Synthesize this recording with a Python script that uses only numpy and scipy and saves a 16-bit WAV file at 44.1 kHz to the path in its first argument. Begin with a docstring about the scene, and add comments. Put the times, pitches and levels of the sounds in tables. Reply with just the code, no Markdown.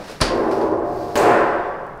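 """A large sheet metal panel is lowered onto a wooden bench in a stone-walled building, one microphone nearby.
The sheet murmurs in the hands; at 0.2 s its folded edge clacks on the wood and the bench thuds.
Tipped on that edge it rumbles as it flexes and slides, a glove slips off, and at 1.2 s it falls flat and
booms. After each blow the ringing swells, spreading from the low modes into the middle ones.
As it dies away the sheet settles with a few tiny ticks."""
import sys
import numpy as np
from scipy import signal
from scipy.fft import rfft, irfft
from scipy.io import wavfile

SR = 44100
rng = np.random.default_rng(int(sys.argv[2]) if len(sys.argv) > 2 else 0)


def unload_audio(sound):
    """Save the sound as a 16-bit wav file, at the path given as the first command line argument."""
    columns = np.transpose(np.atleast_2d(sound))
    # keep every value between -1 and 1, then stretch to whole-number steps
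    steps = np.round(np.clip(columns, -1, 1) * 32767)
    wavfile.write(sys.argv[1], SR, steps.astype(np.int16))


N = 88200
T = np.arange(N) / SR
HZ = np.fft.rfftfreq(N, 1 / SR)
EDGE_S, FLAT_S = 0.214, 1.155  # the edge lands; the sheet falls flat


def panel():
    """The panel rumbles while tipped on its edge, then booms as it falls flat."""
    # crowded modes in each position (frequency [Hz], level [dB], swell [s], hold [s], t60 [s])
    tipped_bands = [(50, -50, .05, 0.69, 4), (115, -41.5, .05, 0.79, 1.4),
                    (226.5, -34.5, 0.046, 0.21, 3.03), (361, -24.5, .16, 0.32, 2.22),
                    (589, -26, 0.13, 0.45, 2.15), (904, -29.5, 0.23, 0.26, 2.65),
                    (1523, -38.5, 0.08, 0.16, 2.93), (2600, -50.5, .05, .2, 1.8)]
    flat_bands = [(51.3, -46.5, .01, 0.27, 3.4), (115, -31.5, 0.009, 0.033, 1.37),
                  (216, -32.5, 0.019, 0.22, 1.05), (367, -22.5, 0.012, 0.17, 1.48),
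                  (595, -18, 0.08, 0.059, 1.675), (948, -18.5, 0.12, 0.035, 1.7),
                  (1520, -23.5, 0.17, .04, 1.51), (2584, -33, 0.025, 0.14, 1.27),
                  (4260, -36.5, 0.012, 0.016, 1.1), (7400, -36, 0.022, 0.01, 0.75),
                  (12200, -41.5, 0.013, 0.0055, .58)]
    # the strongest modes; energy passes among them, so each peaks at its own delay after a landing
    # (frequency [Hz], tipped level [dB], tipped delay [s], flat level [dB], flat delay [s])
    modes = [(245, -30, 0.06, -32.5, 0.2), (323, -25.5, 0.36, -21, 0.0033), (348, -29, .33, -28.5, 0.11),
             (384.2, -26.5, 0.47, -22.5, 0.12), (425, -36.5, 0.64, -22, 0.13),
             (460, -31.5, 0.45, -26.5, 0.067), (504, -30, 0.067, -39, 0.056),
             (541.6, -33, 0.083, -27.5, 0.24), (582, -28.5, 0.56, -18.5, 0.047),
             (709.3, -30.5, 0.72, -21, 0.14), (842.3, -32, 0.39, -26, 0.14), (973, -38.5, 0.1, -27.5, 0.11),
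             (1038, -31, 0.12, -34, .25), (1085, -47.5, 0.21, -33.5, 0.12), (1140, -38, 0.16, -37, 0.47),
             (1334, -47.5, .25, -32, 0.24), (1451, -44, 0.34, -37, 0.3), (1556, -44, .2, -38.5, 0.39)]
    tipped_modes = [row[:3] for row in modes]
    flat_modes = [(row[0], *row[3:]) for row in modes]
    rumble = sheet(EDGE_S, tipped_bands, tipped_modes, sudden=0.41, flex=0.01948, flex_hz=9.35,
                   beating=0.38)
    boom = sheet(FLAT_S, flat_bands, flat_modes, sudden=1.0, flex=0.007, flex_hz=12, beating=0.46)
    return rumble + boom


def sheet(start, bands, modes, sudden, flex, flex_hz, beating):
    """After a landing the sheet's modes swell and decay; flexing bends the pitch of the strongest."""
    # ringing present at the moment of landing, before scaling by `sudden` (frequency [Hz], share [0-1])
    onset_share = [(100, .8), (330, 0.74), (600, 0.24), (1000, 0.32), (1600, 0.53), (2600, .7),
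                   (8000, 0.42)]
    # gaps between the modes (frequency [Hz], width [Hz], gain [dB])
    gaps = [(187, 35, -4.5), (299, 49, -4.5), (621, 54, -5), (780, 40, 1.5), (928, 39, -8), (1176, 45, -3),
            (3090, 690, -8)]
    t = T - start

    def bloom(hz, swell, hold, t60):
        at_once = np.clip(sudden * read(onset_share, hz), 0, 1)
        attack = np.clip(t / 0.00091, 0, 1)
        growth = at_once + (1 - at_once) * np.clip(t / max(swell, 1e-3), 0, 1)
        return attack * growth * fade(t - swell - hold, t60)

    centres, t60s = [row[0] for row in bands], [row[-1] for row in bands]
    octaves_above_top = np.maximum(np.log2((HZ + 1) / centres[-1]) - 0.12, 0)
    colour = amp(bumps(gaps) - 33 * octaves_above_top) * (HZ > 20)
    ringing = np.zeros(N)
    for k, (hz, db, *shape) in enumerate(bands):
        crowd = irfft(rfft(rng.standard_normal(N)) * band(centres, k) * colour, N)
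        ringing += amp(db) * unit(crowd) * bloom(hz, *shape)
    for hz, db, delay in modes:
        turns = np.cumsum(hz * (1 + flex * drift(flex_hz))) / SR + rng.random()
        tone = unit((1 + beating * drift(23)) * np.sin(2 * np.pi * turns))
        ringing += amp(db) * tone * bloom(hz, delay, 0, 0.95 * np.interp(hz, centres, t60s))
    return ringing


def knocks():
    """Hard contacts with the bench ring the folded edge briefly and echo from the walls."""
    # the edge meeting the wood (time [s], level [dB], brightness [dB per octave])
    contacts = [(0.2042, -21.5, -3), (0.2084, -23, -3.5), (0.2107, -17, 4), (0.2144, -8, 3.5),
                (0.2174, -9.5, -5.5), (0.2228, -13.5, -8), (0.513, -30, -0.5), (0.614, -34.5, -1)]
    # resonances of the fold (frequency [Hz], width [Hz], gain [dB])
    fold = [(2270, 200, 0), (4680, 850, 7.5), (9330, 1800, 14)]
    # colour of a knock, and what the walls do to it (frequency [Hz], gain [dB])
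    knock_colour = [(100, -4.5), (500, -1), (1000, 0.5), (1800, 0), (3200, -7.5), (6500, -12), (10200, -20),
                    (11500, -25), (16000, -36.5)]
    echo_colour = [(100, -9.5), (1000, 0), (4600, 5), (7500, -2.5), (9500, -10.5), (12000, -1.5),
                   (16000, -4)]
    octaves = np.log2(np.maximum(HZ, 500) / 3000)
    treble_hz, echo_db = 6500, -13.5
    direct, echo = np.zeros((2, N))
    for s, db, brightness in contacts:
        colour = read(knock_colour, HZ) + bumps(fold) + brightness * octaves
        burst = noise(colour)
        body = irfft(rfft(burst) / (1 + (HZ / treble_hz) ** 8), N)
        treble = amp(1) * (burst - body) * strike(s, t60=0.0095, rise_s=0.00095)  # dies sooner
        direct += amp(db) * (body * strike(s, t60=0.035, rise_s=0.00072) + treble)
        echo += amp(db) * room(s, colour)
    return direct + tint(echo, echo_db + read(echo_colour, HZ))


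def edge_ring():
    """The folded edge pings under its hardest knock."""
    # modes of the edge (frequency [Hz], level [dB], t60 [s])
    modes = [(4400, -35, .42), (4650, -39, 0.22), (5600, -37, 0.37), (9300, -12.5, .014)]
    return ring(modes, EDGE_S, rise_s=0.0008)


def slaps():
    """The face of the sheet slaps the wood, its far side just after."""
    # (time [s], level [dB], rise [s], t60 [s], centre [Hz], half-width [octaves])
    blows = [(1.1554, -20, 0.00026, 0.032, 1390, 1.3), (1.160, -22.5, 0.0026, 0.063, 1680, 0.95),
             (1.173, -26, .005, 0.065, 6740, 0.17)]
    sound = np.zeros(N)
    for s, db, rise_s, t60, hz, half_width in blows:
        off_centre = np.log2((HZ + 1) / hz) / half_width
        sound += amp(db) * noise(-10 * np.log10(1 + off_centre ** 4)) * strike(s, t60, rise_s)
    return sound


def bench():
    """The wooden bench rings briefly under the edge and thuds with the panel's weight."""
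    # modes of the bench (frequency [Hz], level [dB], t60 [s])
    modes = [(37.95, -22.5, 0.59), (57.2, -21.5, 0.15), (620, -13.5, .06), (1028, -12, 0.056)]
    # colour of the dull thud (frequency [Hz], gain [dB])
    thud_colour = [(20, -13.5), (35, -6.5), (70, -2.5), (115, 2), (165, 0), (230, -14), (400, -28),
                   (2000, -72)]
    thud_s, colour = 0.2135, read(thud_colour, HZ)
    wood = ring(modes, EDGE_S, rise_s=0.003)
    thud = noise(colour) * strike(thud_s, t60=0.05, rise_s=0.0015)
    echo = amp(-12.5) * room(thud_s, colour)
    return wood + amp(-16) * (thud + echo)


def shakes():
    """The sheet murmurs as it shakes softly in the hands."""
    # each shake (time [s], level [dB])
    jolts = [(0, -29.5), (0.096, -32.5)]
    # colour of the murmur (frequency [Hz], gain [dB])
    colour = [(60, -14.5), (200, -1.5), (500, 4.5), (900, -1.5), (1600, -17), (3000, -29), (16000, -67.5)]
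    return sum(amp(db) * noise(read(colour, HZ)) * strike(s, t60=0.4, rise_s=0.00068) for s, db in jolts)


def slide():
    """The folded edge scrapes unevenly over the wood."""
    # course of the scrape (time [s], level [dB])
    levels = [(0, -44.5), (.06, -43), (.105, -37.5), (.19, -47), (.4, -46), (.5, -47.5), (.57, -45.5),
              (.66, -47.5), (.8, -58.5), (1.0, -57), (1.2, -53), (1.7, -59.5), (2, -71.5)]
    # colour of the scrape (frequency [Hz], gain [dB])
    colour = [(300, -6), (1500, 7), (3200, -0.5), (4300, 0.5), (5300, 0), (6800, -8.5), (9000, -10),
              (13000, -17.5), (16000, -23.5)]
    return noise(read(colour, HZ)) * amp(np.interp(T, *np.transpose(levels)) + drift(70))


def skid():
    """The edge skids a little after it lands, with a thin ring and a burst of hiss."""
    # colour of the skid (frequency [Hz], gain [dB])
    colour = [(2000, -25), (4700, -11), (5300, 2), (6400, -14), (9000, -16), (13000, -18), (16000, -22)]
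    return amp(-46.5 + 1.5 * drift(80)) * noise(read(colour, HZ)) * strike(0.508, t60=0.43, rise_s=0.0027)


def glove():
    """A glove slips off the sheet just before it falls."""
    # colour of the rubbing (frequency [Hz], gain [dB])
    colour = [(1000, -3), (2000, 3), (3300, -2.5), (4500, 5.5), (5700, 1), (7000, -4.5), (10000, -9.5),
              (12300, -7.5), (16000, -14.5)]
    start_s, rise_s = 0.81, 0.2
    slip = np.clip((T - start_s) / rise_s, 0, 1) * fade(T - FLAT_S, t60=0.3)
    return slip * noise(read(colour, HZ)) * amp(-49 + 0.8 * drift(90))


def ticks():
    """The sheet ticks as it settles, each tick with a faint tail."""
    # each tick (time [s], level [dB])
    settling = [(1.867, -52), (1.885, -66), (1.976, -58)]
    # colour of a tick (frequency [Hz], gain [dB])
    colour = [(1000, -25), (4000, -9), (8500, -3), (12000, -9), (16000, -20)]
    sound = np.zeros(N)
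    for s, db in settling:
        tail = amp(-23) * strike(s, t60=0.19, rise_s=0.0037)
        sound += amp(db) * noise(read(colour, HZ)) * (strike(s, t60=0.012, rise_s=0.00047) + tail)
    return sound


def room(start, colour_db):
    """Diffuse answer of the stone walls to a short sound of the given colour, treble dying first."""
    # reverberation of the building (frequency [Hz], t60 [s])
    decays = [(100, 0.36), (1000, 0.69), (4500, 0.39), (9000, 0.29), (16000, 0.1)]
    spectrum, centres = rfft(noise(colour_db)), [hz for hz, _ in decays]
    return sum(irfft(spectrum * band(centres, k), N) * strike(start + 0.0011, t60, rise_s=0.0029)
               for k, (_, t60) in enumerate(decays))


def air():
    """Room tone: the quiet air of the building."""
    # colour of the air (frequency [Hz], gain [dB])
    colour = [(20, 3.5), (60, -8), (150, 3.5), (500, -15.5), (1500, -15.5), (4000, -36), (16000, -48.5)]
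    return amp(-43) * noise(read(colour, HZ))


def ring(modes, start, rise_s):
    """Struck modes ring as decaying sines of random phase."""
    return sum(amp(db) * np.sin(2 * np.pi * (hz * T + rng.random())) * strike(start, t60, rise_s)
               for hz, db, t60 in modes)


def strike(start, t60, rise_s):
    """A quick rise and a decay."""
    return np.clip((T - start) / rise_s, 0, 1) * fade(T - start, t60)


def fade(t, t60):
    """Full level until time zero, then an exponential decay."""
    return np.exp(-np.log(1000) * np.maximum(t, 0) / max(t60, 1e-3))


def drift(rate_hz):
    """A random curve of rms 1, wandering at up to about the given rate."""
    return unit(irfft(rfft(rng.standard_normal(N)) * np.exp(-(HZ / rate_hz) ** 2) * (HZ > 0), N))


def noise(colour_db):
    """Noise of rms 1 with the given colour."""
    return unit(tint(rng.standard_normal(N), colour_db))


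def tint(x, db):
    """Filters by a gain in dB for every frequency."""
    return irfft(rfft(x) * amp(db), N)


def band(centres, k):
    """Gain of band k, crossing over smoothly into its neighbours."""
    share = read(list(zip(centres, np.eye(len(centres))[k])), HZ)
    return np.sin(np.pi / 2 * share) ** 2


def bumps(rows):
    """Gain in dB of a set of resonances or gaps."""
    return sum(db / (1 + (2 * (HZ - hz) / width) ** 2) for hz, width, db in rows)


def read(points, hz):
    """Reads a table on a log-frequency axis."""
    f, value = np.transpose(points)
    return np.interp(np.log(hz + 1), np.log(f + 1), value)


def amp(db):
    """Decibels to gain."""
    return 10 ** (np.asarray(db) / 20)


def unit(x):
    """Scales to rms 1."""
    return x / np.sqrt(np.mean(x ** 2) + 1e-20)


def scene():
    """Both landings and the handling, heard in mono near the bench, over the room tone."""
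    landings = panel() + knocks() + edge_ring() + slaps() + bench()
    handling = shakes() + slide() + skid() + glove()
    return (landings + handling + ticks() + air())[None]


def record(dry):
    """The recorder's band limit."""
    cutoff_hz = 15780
    lowpass = signal.firwin(511, cutoff_hz, window=("kaiser", 9), fs=SR)
    return signal.oaconvolve(dry, lowpass[None], "same")


dry = scene()
out = record(dry)
unload_audio(out)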